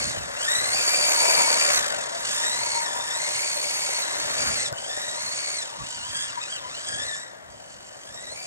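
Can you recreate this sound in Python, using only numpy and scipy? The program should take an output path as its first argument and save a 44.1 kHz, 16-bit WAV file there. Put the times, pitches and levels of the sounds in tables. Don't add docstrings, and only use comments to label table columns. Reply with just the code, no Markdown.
import sys
import numpy as np
from scipy import signal
from scipy.fft import rfft, irfft, next_fast_len
from scipy.io import wavfile

SR = 44100
rng = np.random.default_rng(int(sys.argv[2]) if len(sys.argv) > 2 else 0)


def bounce(signal):
    frames = np.transpose(np.atleast_2d(signal))
    limited = np.clip(frames, -1, 1)
    pcm = np.round(limited * 32767).astype(np.int16)
    wavfile.write(sys.argv[1], SR, pcm)


N = 373086
TIME = np.arange(N) / SR
SIZE = next_fast_len(N + SR // 2)
HZ = np.maximum(np.arange(SIZE // 2 + 1) * SR / SIZE, 1)

# [t/s, f/Hz]
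MESH_RATE = [(0, 2240), (.1, 2183), (.135, 1755), (.2, 1364), (.3, 1033), (.41, 1464), (.51, 1925),
             (.63, 2025), (.72, 2150), (.78, 2468), (.83, 2245), (.96, 2345), (1.08, 2320), (1.16, 2220),
             (1.23, 2310), (1.42, 2283), (1.48, 2212), (1.52, 2362), (1.555, 2165), (1.62, 2373),
             (1.76, 2177), (1.8, 1830), (1.85, 1640), (1.96, 1450), (2.08, 1002), (2.22, 1261), (2.3, 1676),
             (2.54, 1990), (2.65, 2254), (2.72, 2183), (2.82, 2208), (2.87, 1770), (2.96, 1751),
             (3.05, 1834), (3.11, 1778), (3.22, 2129), (3.33, 2141), (3.45, 2297), (3.56, 2150),
             (3.66, 2255), (3.88, 2254), (3.93, 2132), (4, 2250), (4.035, 1995), (4.16, 2050), (4.25, 2278),
             (4.31, 2160), (4.39, 2330), (4.48, 2257), (4.53, 2317), (4.59, 2046), (4.64, 2139),
             (4.67, 1780), (4.71, 1473), (4.84, 1548), (4.92, 1772), (5.05, 1960), (5.13, 1906),
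             (5.21, 2153), (5.4, 2223), (5.54, 2227), (5.6, 2043), (5.73, 880), (5.8, 1108), (5.87, 1480),
             (5.96, 1517), (6.02, 1390), (6.07, 1602), (6.19, 1638), (6.255, 1755), (6.32, 1236),
             (6.38, 1023), (6.42, 1275), (6.465, 1263), (6.515, 1620), (6.56, 1523), (6.61, 1048),
             (6.68, 992), (6.76, 1469), (6.85, 1655), (6.96, 1627), (7.03, 1795), (7.065, 2060),
             (7.135, 1752), (7.21, 1937), (7.27, 1900), (7.42, 1606), (7.7, 1504), (7.99, 1492),
             (8.1, 1696), (8.15, 1924), (8.19, 1870), (8.24, 1984), (8.285, 1900), (8.35, 2255),
             (8.46, 2410)]
# [start t/s, end t/s]
SLACK_SPANS = [(.115, 0.39), (1.797, 2.25), (2.82, 2.74), (4.03, 4.37), (4.69, 4.74), (5.63, 6),
               (5.97, 6.14), (6.26, 6.41), (6.565, 6.87), (7.06, 7.06), (7.24, 7.5)]
# [t/s, relative level/dB]
SINGING = [(0, -4), (.25, -10), (.42, -5), (.55, -1.5), (.8, -4), (1.1, -2), (1.4, -1.5), (1.75, -7),
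           (2.25, -12), (2.42, -6), (2.7, -3.5), (2.9, -6), (3.1, -6), (3.45, -3), (3.6, -5), (3.9, -3.5),
           (4.6, -6), (4.85, -8), (5.15, -6.5), (5.55, -1.5), (5.75, -6), (5.9, -4), (6.3, -2), (6.55, -1),
           (6.9, -1.5), (7.25, -2), (7.5, -8), (7.95, -11), (8.2, -2), (8.46, -3)]
# [multiple of the mesh rate, relative level/dB]
WHINE_HARMONICS = [(1, -0.5), (2, -2.5), (3, -3), (4, -2.5), (5, -1.5), (6, -2)]
# [f/Hz, gain/dB]
GEARBOX_GAIN = [(700, 22), (1300, -2.5), (1850, 3.5), (2300, -3), (2650, 9), (3100, 7), (3900, 6),
                (4600, 3.5), (5600, -0.5), (6400, -3.5), (7600, 5), (8500, -0.5), (9200, -10), (10200, -30),
                (15000, -31)]
# [f/Hz, relative density/dB]
RASP_SPECTRUM = [(100, -32), (1500, -10.5), (2600, -0.5), (3300, -1.5), (4500, -0.5), (5500, -1), (7300, 2),
                 (8900, -5), (10000, -17.5), (13000, -23.5), (15500, -38)]
# [f/Hz, relative density/dB]
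CLATTER_SPECTRUM = [(800, -25), (2000, -15), (2600, -5), (3800, 14), (5000, -6), (7000, -20), (12000, -42)]
# [t/s, level/dB]
GEAR_LEVEL = [(0, -30), (.3, -31), (.55, -28), (.66, -29.5), (.8, -26), (1.15, -25), (1.35, -23),
              (1.5, -24.5), (1.77, -24), (1.9, -27.5), (2.1, -27.5), (2.35, -27), (3, -32.5), (3.35, -29),
              (3.6, -29.5), (4.15, -28.5), (4.45, -27.5), (4.68, -29.5), (4.72, -45), (4.79, -35),
              (4.95, -32.5), (5.55, -33), (6.2, -32), (6.5, -36.5), (6.8, -34), (7.1, -35.5), (7.4, -50.5),
              (7.7, -46), (8, -44.5), (8.46, -41.5)]
# [t/s, depth/dB]
THROB_DEPTH = [(0, 2), (1.3, 1.5), (1.7, 3), (1.9, 4.5), (2.1, 2.5), (2.6, 1.5), (7, 1.5), (7.4, 2.5),
               (8.46, 1.5)]
# [f/Hz, relative density/dB]
RATTLE_SPECTRUM = [(100, -34), (600, -25), (1100, 3.5), (1400, 2.5), (1800, 6), (2200, -2), (2900, -21),
                   (5000, -36)]
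# [t/s, level/dB]
RATTLE_LEVEL = [(0, -35), (.26, -38), (.54, -31), (.85, -32), (1.75, -27), (2.05, -36), (2.4, -35),
                (3.3, -37.5), (3.72, -39), (4.5, -31.5), (4.8, -44.5), (4.97, -39.5), (5.4, -39),
                (5.95, -46), (6.24, -39.5), (6.65, -43.5), (7.05, -41), (7.55, -52.5), (8.46, -48.5)]
# [f/Hz, relative density/dB]
TYRE_SPECTRUM = [(30, -56), (100, -23), (280, -8.5), (400, -5.5), (520, -3), (750, -1), (1100, -11),
                 (1600, -12), (4000, -40)]
# [f/Hz, width/Hz, level/dB]
SHELL_MODES = [(599, 140, 7), (666, 46, -6.5)]
# [t/s, level/dB]
ROLLING_LEVEL = [(0, -37.5), (.35, -38.5), (1, -31), (1.45, -29), (1.8, -32.5), (2.1, -37), (2.6, -38),
                 (3.75, -39), (4.4, -35), (4.8, -39.5), (5.6, -43), (6.05, -50.5), (7, -43), (7.4, -47),
                 (7.851, -50), (8.46, -43)]
# [t/s, length/s, level/dB]
SLIDES = [(1.4, 0.56, -32.5), (2.85, 0.99, -36.5), (3.95, 0.84, -44), (5.2, 0.27, -45), (5.95, 0.56, -45.5)]
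# [t/s, gain/dB]
TREBLE_GAIN = [(0, 0.5), (1.2, 6), (2, 0), (3.8, 3.5), (4.3, -1), (5.7, -1.5), (6.8, -1), (7.5, -5),
               (8.46, 3)]
# [f/Hz, left minus right level/dB]
PORT_BALANCE = [(150, -4.5), (380, 3), (700, 6), (1400, 6.5), (2300, 8), (3100, 2.5), (4500, 2.5),
                (6000, -5.5), (8000, -4), (10000, 1)]
# [f/Hz, lead of the left/rad]
PORT_PHASE = [(0, 0), (260, -2.2), (1400, -2.6), (3000, -3.25), (5300, -4.2), (8000, -4.6), (9800, -6),
              (15000, -9.4)]
# [f/Hz, relative density/dB]
HUSH_SPECTRUM = [(40, -25), (120, -1.5), (300, -6.5), (450, -9), (610, 0), (800, -5), (1200, -10.5),
                 (2500, -16), (7000, -25), (10000, -29), (15000, -32)]
# [f/Hz, relative density/dB]
WIND_SPECTRUM = [(20, -27), (50, -2), (90, 0), (150, -2), (250, -6.5), (500, -23.5), (1500, -57)]
# [t/s, length/s, level/dB]
GUSTS = [(.08, 0.33, -41), (.6, 0.4, -48.5), (1.75, 0.16, -57), (3.75, 0.41, -64), (4.5, 0.46, -45.5),
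         (5.823, 0.056, -45), (2.6, 0.97, -61), (5.2, 0.24, -58), (6.1, 0.5, -53.5), (6.207, 0.023, -49),
         (6.97, 0.19, -52)]
# [t/s, level/dB]
CLICKS = [(0.017, -25.5), (0.157, -48), (0.299, -33), (0.681, -34), (1.382, -24), (2.149, -33),
          (2.751, -34), (4.727, -25), (4.975, -24)]
# [t/s, length/s, f/Hz, level/dB]
SQUEALS = [(2.153, 0.052, 685, -34), (2.787, 0.092, 931, -29.5), (4.735, 0.016, 1494, -34),
           (5.811, 0.029, 1141, -37), (6.381, 0.023, 968, -27.5), (6.657, 0.043, 1004, -36),
           (7.019, 0.086, 1757, -34), (7.138, 0.098, 1760, -33.5)]
# [t/s, length/s, level/dB]
GROWLS = [(2.3, .4, -45), (3.1, .7, -43.5), (4.97, .22, -42), (7.15, .5, -46)]
# [t/s, length/s, f/Hz, peak level/dB]
THUMPS = [(4.727, .015, 125, -29)]

TEETH = 31
PINION_TEETH = 9.5
TORQUE_LAG_S = 0.0033
FULL_HZ = 2200
GEAR_DB_PER_OCTAVE, SLACK_DROP_DB = 5.5, 2.5
RASP_DB, WHINE_DB, CLATTER_DB = -0.32, -3.3, -10
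SLACK_WHINE_DROP_DB = 4
TOOTH_REPEAT = 0.11
SCRUB_DB = -10.5
CALM_DB = -61
WIND_LEFT_DB = -17.0
TREBLE_FROM_HZ, CUTOFF_HZ = 9500, 15600


def from_db(db):
    return 10 ** (np.asarray(db) / 20)


def rms_one(x):
    return x / np.sqrt(np.mean(x ** 2) + 1e-20)


def curve(rows):
    times, values = np.transpose(rows)
    return np.interp(TIME, times, values)


def response(points):
    hz, db = np.transpose(points)
    return from_db(np.interp(np.log(HZ), np.log(hz), db))


def filtered(x, gain):
    return irfft(rfft(x, SIZE) * gain, SIZE)[..., :N]


def shaped_noise(gain, channels=()):
    return filtered(rng.standard_normal((*channels, N)), gain)


def drift(rate):
    r = np.exp(-20 * np.pi * rate / SR)
    noise = rng.standard_normal(N // 10 + 4002)
    slow = signal.lfilter([1], [1, -2 * r, r * r], noise)[4000:]
    return np.interp(np.arange(N) / 10, np.arange(len(slow)), rms_one(slow))


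def grains(per_s, spread_db):
    sizes = from_db(spread_db * np.minimum(rng.exponential(1, N), 5))
    struck = rng.random(N) < per_s / SR
    return rms_one(sizes * rng.standard_normal(N) * struck)


def swell(s, length):
    return np.exp(-(2 * (TIME - s) / length) ** 2)


def swells(rows):
    return sum(from_db(db) * swell(s, length) for s, length, db in rows)


def resonance(hz, width_hz):
    mode = 1 / (1 + 2j * (HZ - hz) / width_hz) ** 2
    return rms_one(filtered(grains(per_s=3000, spread_db=-1.0), mode))


def lagged(x, lag_s):
    r = np.exp(-1 / (lag_s * SR))
    return x[0] + signal.lfilter([1 - r], [1, -r], x - x[0])


def motor():
    loaded = np.ones(N)
    for start, end in SLACK_SPANS:
        loaded[(TIME >= start) & (TIME < end)] = 0
    return curve(MESH_RATE), lagged(loaded, TORQUE_LAG_S)


def whine(contacts, flutter_db, smear, smear_hz, sideband):
    out = np.zeros(N)
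    pinion = np.cos(2 * np.pi * contacts / PINION_TEETH)
    for k, db in WHINE_HARMONICS:
        angle = 2 * np.pi * k * contacts
        in_phase = drift(smear_hz * k) * np.cos(angle)
        quadrature = drift(smear_hz * k) * np.sin(angle)
        tone = np.cos(angle) + smear * (k + 1) * (in_phase + quadrature)
        level = from_db(db + flutter_db * np.tanh(drift(40)))
        out += level * rms_one(tone * (1 + sideband * pinion))
    return filtered(out, response(GEARBOX_GAIN))


def rasp(contacts, mesh_hz, repeat, bite):
    scrape = (1 + bite * np.cos(2 * np.pi * contacts)) * rng.standard_normal(N)
    last_tooth = np.interp(TIME - 1 / mesh_hz, TIME, scrape)
    repeated = (scrape + repeat * last_tooth) / np.hypot(1, repeat)
    return rms_one(filtered(repeated, response(RASP_SPECTRUM)))


def gears(bumps_db):
    mesh_hz, torque = motor()
    slack = 1 - torque
    contacts = np.cumsum(mesh_hz * (1 + .007 * drift(30) + .007 * drift(110))) / SR
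    singing = whine(contacts, flutter_db=5, smear=.23, smear_hz=65, sideband=.35)
    repeat = TOOTH_REPEAT * torque * mesh_hz / FULL_HZ
    mix = from_db(WHINE_DB + curve(SINGING) - SLACK_WHINE_DROP_DB * slack) * singing
    mix += from_db(RASP_DB) * rasp(contacts, mesh_hz, repeat, bite=0.34)
    mix += from_db(CLATTER_DB) * slack * slack_clatter()
    throb_db = curve(THROB_DEPTH) * np.cos(2 * np.pi * contacts / TEETH)
    speed_db = GEAR_DB_PER_OCTAVE * np.log2(mesh_hz / FULL_HZ)
    return mix * from_db(throb_db + curve(GEAR_LEVEL) + speed_db - SLACK_DROP_DB * slack + bumps_db)


def chassis_rattle(bumps_db):
    rattle = filtered(grains(per_s=5000, spread_db=0.5), response(RATTLE_SPECTRUM))
    return rms_one(rattle) * from_db(curve(RATTLE_LEVEL) + bumps_db)


def tyres():
    body = 1 + sum(from_db(db) / (1 + 2j * (HZ - hz) / width) for hz, width, db in SHELL_MODES)
    return rms_one(filtered(grains(per_s=2400, spread_db=2.5), response(TYRE_SPECTRUM) * body))


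def tread_hum():
    return resonance(hz=954.9, width_hz=154) * (from_db(curve(ROLLING_LEVEL) + SCRUB_DB) + swells(SLIDES))


def shaded(x):
    top = filtered(x, 1 / (1 + (TREBLE_FROM_HZ / HZ) ** 16))
    return x + (from_db(curve(TREBLE_GAIN)) - 1) * top


def ports(x, sway):
    lead = np.interp(HZ, *np.transpose(PORT_PHASE))
    ratio = response(PORT_BALANCE)
    right = np.sqrt(2 / (1 + ratio ** 2))
    left_wave = filtered(x, right * ratio * np.exp(1j * lead))
    right_wave = filtered(x, right)
    slope = filtered(x, right * 2j * np.pi * HZ / SR)
    return np.array([left_wave, right_wave - sway * drift(8.3) * slope])


def surroundings(x, t60, dull_hz):
    t = TIME[:SR // 2]
    tail = rng.standard_normal((2, len(t))) * from_db(-60 * t / t60)
    tail /= np.sqrt(np.sum(tail ** 2) / 2)
    return filtered(x, rfft(tail, SIZE) / np.hypot(1, HZ / dull_hz))


def hush():
    return from_db(-52.5) * rms_one(shaped_noise(response(HUSH_SPECTRUM), (2,)))


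def breeze(lumps_db):
    gain = (from_db(CALM_DB) + swells(GUSTS)) * from_db(lumps_db * drift(4.7))
    sides = from_db([[WIND_LEFT_DB], [0]])
    noise = rms_one(shaped_noise(response(WIND_SPECTRUM), (2,)) * sides)
    return gain * noise + thumps() * sides


def decaying(onsets, t60):
    return signal.lfilter([1], [1, -from_db(-60 / (t60 * SR))], onsets + 1e-18)


def clicks(t60, click_db, ring_db):
    onsets = np.zeros(N)
    for s, db in CLICKS:
        onsets[int(s * SR)] = from_db(db)
    click = decaying(onsets, 0.0045) * rms_one(shaped_noise(response(RASP_SPECTRUM)))
    ring = decaying(onsets, t60) * tyres()
    return from_db(click_db) * click + from_db(ring_db) * ring


def slack_clatter():
    return rms_one(shaped_noise(response(CLATTER_SPECTRUM)))


def squeals(waver):
    clock = np.cumsum(1 + waver * drift(67.3)) / SR
    out = np.zeros(N)
    for s, length, hz, db in SQUEALS:
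        out += from_db(db) * swell(s, length) * np.sqrt(2) * np.sin(2 * np.pi * hz * clock)
    return out


def growl():
    return resonance(hz=1780, width_hz=350) * swells(GROWLS)


def thumps():
    out = np.zeros(N)
    for s, length, hz, db in THUMPS:
        out += from_db(db) * swell(s, length) * np.sin(2 * np.pi * hz * (TIME - s))
    return out


def truck():
    bumps_db = .8 * drift(75)
    roar = tyres() * from_db(curve(ROLLING_LEVEL) + 1.3 * drift(22))
    rolling = gears(bumps_db) + chassis_rattle(bumps_db) + roar + tread_hum()
    clicking = clicks(t60=0.034, click_db=2, ring_db=-1.0)
    return rolling + clicking + squeals(waver=0.0119) + growl()


def scene():
    source = shaded(truck())
    echo = from_db(-13) * surroundings(source, t60=.3, dull_hz=14000)
    return ports(source, sway=0.34) + echo + breeze(lumps_db=3.0) + hush()


def record(dry):
    lowpass = signal.ellip(12, .1, 90, CUTOFF_HZ, fs=SR, output="sos")
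    return signal.sosfilt(lowpass, dry)


dry = scene()
out = record(dry)
bounce(out)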